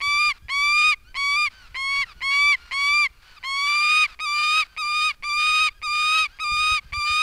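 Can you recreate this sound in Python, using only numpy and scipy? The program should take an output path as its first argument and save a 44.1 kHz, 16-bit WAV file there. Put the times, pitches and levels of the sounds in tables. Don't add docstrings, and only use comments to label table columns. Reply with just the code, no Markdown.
import sys
import numpy as np
from scipy import signal
from scipy.fft import rfft, irfft, next_fast_len
from scipy.io import wavfile
from scipy.ndimage import uniform_filter1d

SR = 44100
rng = np.random.default_rng(int(sys.argv[2]) if len(sys.argv) > 2 else 0)


def master(y):
    cut = np.clip(np.atleast_2d(y).T, -1, 1)
    pcm = np.round(cut * 32767)
    wavfile.write(sys.argv[1], SR, pcm.astype(np.int16))


N = 318400
TIME = np.arange(N) / SR

# first_pop_s, level_db, ragged_until_s
CATCH_POPS = [(.004, -22, .022), (.484, -24, .505), (1.144, -24, 1.175), (1.745, -23, 1.772),
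              (2.207, -26, 2.232), (2.711, -20, 2.74), (3.429, -27, 3.455), (4.191, -23, 4.208),
              (4.765, -24, 4.782), (5.225, -25, 5.245), (5.817, -26, 5.83), (6.388, -26, 6.403),
              (6.923, -24, 6.942)]
# start_s, end_s, climb_from_hz, climb_to_hz, bend (1 = straight climb),
# offset_hz (until the register jump), jump_after_s, fall_s, fundamental_db, second_db, second_swell_s
SCREAM_SHAPES = [(0.01, 0.324, 1164, 1212, 1.07, -20.0, 0.18, 0.062, -24, -21, 0.032),
                 (0.491, 0.943, 1097, 1244, 1.34, -16.0, 0.0233, 0.063, -23.5, -18, 0.046),
                 (1.151, 1.484, 1158, 1217, 1.17, -49.0, 0.21, 0.069, -25.5, -21.5, 0.042),
                 (1.749, 2.043, 1063, 1126, 1.45, -6.0, 0.035, 0.041, -31.5, -20.5, 0.16),
                 (2.217, 2.555, 1062, 1169, 1.95, 9.0, 0.054, 0.07, -27.3, -16, 0.11),
                 (2.713, 3.071, 1100, 1196, 1.96, -20.0, 0.22, 0.076, -26, -17.5, 0.12),
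                 (3.436, 4.064, 1057, 1241, 1.62, 4.0, 0.075, 0.056, -24.0, -19.4, 0.13),
                 (4.198, 4.637, 1146, 1279, 0.86, 110.0, 0.057, 0.058, -22.5, -21.5, 0.083),
                 (4.773, 5.118, 1178, 1257, 0.8, 97.0, 0.042, 0.066, -23.9, -20.0, 0.27),
                 (5.231, 5.693, 1126, 1251, 2.74, 42.0, 0.061, 0.043, -24, -21.5, 0.069),
                 (5.825, 6.268, 1182, 1305, 0.71, 85.5, 0.035, 0.1, -21.5, -21.5, 0.071),
                 (6.397, 6.795, 1186, 1281, 0.82, 98.0, 0.041, 0.081, -22.5, -22.5, 0.068),
                 (6.928, 7.298, 1145, 1259, 1.43, 33, 0.069, 0.074, -23.5, -18.5, 0.31)]


def undb(db):
    return 10 ** (np.asarray(db) / 20)


def unit(x):
    return x / np.sqrt(np.mean(x ** 2))


def colour(x, points):
    hz, db = np.transpose(points)
    half = next_fast_len(N, real=True)
    size = 2 * half
    bin_hz = np.arange(half + 1) * SR / size
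    gain_db = np.interp(np.log(bin_hz + 1), np.log(hz), db)
    cepstrum = irfft(np.log(undb(gain_db)))
    cepstrum[1:half] *= 2
    cepstrum[half + 1:] = 0
    return irfft(rfft(x, size) * np.exp(rfft(cepstrum)))[:N]


def noise(points):
    return unit(colour(rng.standard_normal(N), points))


def walk(rate_hz):
    lowpass = signal.butter(2, rate_hz, fs=SR, output="sos")
    return unit(signal.sosfilt(lowpass, rng.standard_normal(N)))


def gate(start, end, edge_s):
    inside_s = np.minimum(TIME - start, end - TIME)
    return .5 + .5 * np.sin(np.pi * np.clip(inside_s / edge_s, -.5, .5))


def forest(air_db=-66, rumble_db=-55):
    # frequency_hz, gain_db
    air_spectrum = [(100, 0), (300, 0), (600, 0), (1000, -1), (2000, -3), (4500, -5), (6500, -7),
                    (11000, -8), (15500, -9)]
    rumble_spectrum = [(15, -3.5), (32, -3.5), (60, -8), (110, -19.5), (200, -29), (400, -35), (1500, -71)]
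    # time_s, gain_db
    swell = [(0, 3.5), (.6, 5), (1.5, 3.5), (2.3, 6), (2.8, 2), (4.4, -0.5), (5.2, 3), (6.1, 1.5), (7.2, 4)]
    swell_db = np.interp(TIME, *np.transpose(swell))
    air = noise(air_spectrum) * undb(air_db)
    rumble = noise(rumble_spectrum) * undb(rumble_db + swell_db + 2 * walk(26))
    return air + rumble


def syrinx_pops(gap_s=0.0056, quicken=0.76, ring_hz=2250, ring_s=0.0012, attack_s=0.00025, count=4):
    kicks = np.zeros(N)
    for pop_s, level_db, _ in CATCH_POPS:
        for k in range(count):
            kicks[int(pop_s * SR)] += undb(level_db)
            pop_s += gap_s * quicken ** k
    t = TIME[:SR // 50]
    phase = 2 * np.pi * ring_hz * t
    ring = np.sin(phase) + .28 * np.sin(phase / 2) + .14 * np.sin(2 * phase)
    envelope = np.exp(-t / ring_s) * (1 - np.exp(-t / attack_s))
    return signal.fftconvolve(kicks, ring * envelope)[:N]


def voicing(rise_s=0.0095, fall_s=0.01):
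    ramps_s = np.array([-rise_s, rise_s, -fall_s, fall_s]) / 2
    return sum(np.interp(TIME, ramps_s + [start, start, end, end], [0, 1, 1, 0])
               for start, end, *_ in SCREAM_SHAPES)


def scream_contours(scoop_hz=101, scoop_s=.0105, jump_s=.0088, fall_hz=175.2, swell_s=.1):
    shapes = np.array(SCREAM_SHAPES)
    current = np.maximum(np.searchsorted(shapes[:, 0] - .02, TIME) - 1, 0)
    (start, end, climb_from_hz, climb_to_hz, bend, offset_hz, jump_after_s, fall_s,
     fundamental_db, second_db, second_swell_s) = shapes[current].T
    age = np.clip(TIME - start, 0, end - start)
    to_climb_hz = (climb_to_hz - climb_from_hz) * (1 - age / (end - start)) ** bend
    register_hz = offset_hz * .5 * (1 - np.tanh((age - jump_after_s) / jump_s))
    scoop = np.exp(-age / scoop_s)
    fall = np.clip(1 - (end - TIME) / fall_s, 0, 1) ** 3
    pitch_hz = climb_to_hz - to_climb_hz + register_hz - scoop_hz * scoop - fall_hz * fall
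    slack_hz = to_climb_hz - np.minimum(register_hz, 0)
    fundamental_db = fundamental_db - .0387 * slack_hz - 4.5 * np.exp(-age / swell_s)
    second_db = second_db - .0311 * to_climb_hz - 10 * np.exp(-age / second_swell_s)
    second_db += .0059 * np.maximum(register_hz, 0)
    bright_db = -6 + .23 * (second_db - fundamental_db)
    fundamental_db -= 10 * scoop + 18.5 * fall
    second_db -= 5 * fall
    return pitch_hz, fundamental_db, second_db, bright_db


def throat(x):
    # frequency_hz, gain_db
    throat_response = [(300, -32), (540, -10), (640, -14), (900, -34), (1250, 9.5), (1750, -1), (2350, -20),
                       (2900, 0.5), (3350, -2), (3800, 1), (4750, 1), (5400, -11), (7400, -15),
                       (11000, -23), (12300, -34.5), (15500, -43)]
    # centre_hz, width_hz, centre_gain
    windpipe = [(2715, 233, 6.28), (3578, 142, 0.063), (6007, 170, 0.32), (8370, 1020, 0.4),
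                (8710, 234, 3.2), (10050, 680, 0.49)]
    x = colour(x, throat_response)
    for centre_hz, width_hz, gain in windpipe:
        band = signal.lfilter(*signal.iirpeak(centre_hz, centre_hz / width_hz, fs=SR), x)
        x = x + (gain - 1) * band
    return x


def screams(surge_hz=12, surge_db=3, crack_s=0.028, quarter_db=-21, air_db=-13, hollow_db=-37):
    # start_s, end_s, period_doubling_db, roughness (0-1)
    strains = [(.18, .29, -30, .3), (.76, .91, -27, .45), (1.92, 2.0, -19, .05), (2.32, 2.375, -13, .02),
               (2.77, 2.9, -28, .15), (3.66, 3.83, -24, .5), (3.83, 4.04, -19, .85), (4.35, 4.55, -13, .5),
               (4.55, 4.61, -20, 1), (4.93, 5.09, -19, .45), (5.39, 5.66, -14, .75), (5.94, 6.1, -22, .5),
               (6.1, 6.24, -17, .8), (6.58, 6.77, -19, .55), (7.06, 7.24, -16, .6)]
    # frequency_hz, gain_db
    hollow_spectrum = [(250, -13), (450, -15), (560, -9.5), (700, -3), (1000, -7), (2000, -20)]
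    pitch_hz, fundamental_db, second_db, bright_db = scream_contours()
    catching = sum(gate(pop_s, until_s, .005) for pop_s, _, until_s in CATCH_POPS)
    cracking = sum(gate(end - crack_s, end + .023, .027) for _, end, *_ in SCREAM_SHAPES)
    doubling = undb(-29) + undb(-8) * cracking
    strain = np.zeros(N)
    for start, end, doubling_db, roughness in strains:
        strained = gate(start, end, .068)
        strain += roughness * strained
        doubling += undb(doubling_db) * strained
    fatigue = uniform_filter1d(strain, SR // 4)
    crackling = cracking * (.3 + 2.2 * fatigue)
    surge = strain - fatigue
    pitch_hz += surge_hz * surge
    second_db += surge_db * surge

    rough = .28 + strain + catching + .65 * crackling
    quaver = rough * walk(26)
    jitter = (.0035 * rough + .028 * catching + .016 * crackling) * walk(500)
    phase = 2 * np.pi * np.cumsum(pitch_hz * (1 + .0065 * quaver + jitter)) / SR
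    shimmer = 1 + .13 * rough ** 2 * walk(300)
    second_gain = undb(second_db + .7 * quaver) * shimmer
    tone = undb(fundamental_db) * np.cos(phase) + second_gain * np.cos(2 * phase + 1)
    flutter = .003 * walk(380)
    overtones = sum(undb(.2 * k * walk(18)) * np.cos(k * (phase + (k - 3) * flutter))
                    for k in range(3, 14))
    pulses = np.cos(phase) + np.cos(2 * phase) + overtones
    halves = doubling * undb(3.5 * walk(25) - 1.5) * np.cos(phase / 2 + .6 * walk(60))
    quarters = undb(quarter_db) * rough * walk(54) * np.cos(phase / 4 + .14 * walk(40))
    spurts = undb(air_db + 3 * walk(45))
    air = rough * spurts * rng.standard_normal(N) * (1 + np.cos(phase))
    rasp = (overtones + pulses * (halves + quarters) + air) * undb(fundamental_db + bright_db)
    hollow = noise(hollow_spectrum) * undb(fundamental_db + hollow_db)
    voiced = voicing()
    return np.sqrt(2) * ((tone + hollow) * voiced + throat(rasp * voiced))


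def trunk_echoes(bird, echo_db=-38, count=60, t60_s=.7, cutoff_hz=4000):
    delay_s = rng.uniform(.015, .4, count)
    response = np.zeros(SR // 2)
    response[(delay_s * SR).astype(int)] = rng.standard_normal(count) * undb(-60 * delay_s / t60_s)
    echoes = signal.fftconvolve(bird, response / np.linalg.norm(response))[:N]
    return undb(echo_db) * signal.sosfilt(signal.butter(2, cutoff_hz, fs=SR, output="sos"), echoes)


def camera_thumps(gain_db=-3):
    # centre_s, relative_level_db, half_width_s
    buffets = [(0.08, -39.5, 0.013), (0.426, -35.5, 0.0031), (0.457, -38.5, 0.016), (1.722, -46, 0.014),
               (2.005, -45, 0.019), (2.166, -46, 0.0086), (5.206, -43, 0.011), (6.527, -30.5, 0.014),
               (6.595, -39, 0.037), (6.726, -29.5, 0.012), (6.856, -40, 0.014), (6.933, -32.5, 0.014),
               (6.982, -29, 0.01), (7.111, -34.5, 0.011)]
    # frequency_hz, gain_db
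    thud_spectrum = [(20, -9.5), (55, 9), (110, -2), (180, -15.5), (280, -35), (600, -51), (2000, -102)]
    thud = noise(thud_spectrum)
    thud /= np.sqrt(uniform_filter1d(thud ** 2, SR // 40) + 1e-9)
    envelope = sum(undb(level_db) * np.exp(-((TIME - centre_s) / half_width_s) ** 2)
                   for centre_s, level_db, half_width_s in buffets)
    return undb(gain_db) * thud * envelope


def wheezes(rest_db=-68, edge_share=0.092):
    # start_s, end_s, hiss_db, first_hz, middle_hz, last_hz, whistle_db
    gulps = [(.33, .385, -54, 1417, 1384, 1090, -55), (.41, .48, -71, 1572, 1650, 1690, -62),
             (1.035, 1.13, -68, 1255, 1500, 1525, -57), (1.5, 1.69, -53, 1500, 1511, 1225, -51),
             (1.69, 1.76, -59, 1450, 1480, 1450, -61), (2.05, 2.135, -51, 1434, 1290, 1077, -47),
             (2.135, 2.22, -61, 1420, 1460, 1450, -58), (2.56, 2.72, -53, 1375, 1416, 1388, -52),
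             (3.07, 3.23, -62, 1400, 1400, 1400, -67), (3.22, 3.37, -53, 1409, 1505, 1393, -56),
             (3.36, 3.39, -54, 1300, 1235, 1130, -45), (3.39, 3.44, -61, 1480, 1520, 1500, -59),
             (4.07, 4.15, -49, 1330, 1270, 1120, -47), (4.63, 4.67, -50, 1300, 1250, 1200, -59),
             (4.66, 4.76, -59, 1426, 1552, 1491, -59), (5.11, 5.15, -53, 1300, 1250, 1200, -59),
             (5.695, 5.735, -61, 1146, 1194, 1270, -51), (5.725, 5.8, -66, 1443, 1648, 1493, -60),
             (6.275, 6.385, -58, 1174, 1566, 1600, -55), (6.81, 6.915, -59, 1458, 1580, 1502, -61)]
    # frequency_hz, gain_db
    breath_spectrum = [(300, -21.5), (700, -16), (1050, -8.5), (1480, -4.5), (1950, -9), (2490, -7),
                       (3600, -12.5), (4650, -9.5), (5700, -20.5), (8500, -28), (15000, -41)]
    pitch_hz = np.full(N, float(gulps[0][3]))
    whistle_gain = np.zeros(N)
    flow = undb(rest_db)
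    for start, end, hiss_db, first_hz, middle_hz, last_hz, whistle_db in gulps:
        flow = np.maximum(flow, undb(hiss_db) * gate(start, end, edge_share * (end - start)))
        inside = (TIME > start) & (TIME < end)
        progress = (TIME[inside] - start) / (end - start)
        glide = np.polyfit([0, .5, 1], [first_hz, middle_hz, last_hz], 2)
        pitch_hz[inside] = np.polyval(glide, progress)
        whistle_gain[inside] = undb(whistle_db) * np.sqrt(np.sin(np.pi * progress ** 1.54))
    hiss = noise(breath_spectrum) * (1 - voicing()) * flow * undb(1.2 * walk(50))
    phase = 2 * np.pi * np.cumsum(pitch_hz * (1 + .008 * walk(300))) / SR
    partials = sum(np.cos(k * phase) for k in range(1, 5))
    whistle = unit(colour(partials, breath_spectrum))
    return hiss + whistle * whistle_gain * undb(2 * walk(80))


def scene():
    bird = screams() + syrinx_pops() + wheezes()
    return (bird + trunk_echoes(bird) + camera_thumps() + forest())[None]


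def record(dry):
    cutoff_hz = 15550
    return signal.sosfilt(signal.ellip(10, .1, 80, cutoff_hz, fs=SR, output="sos"), dry)


dry = scene()
out = record(dry)
master(out)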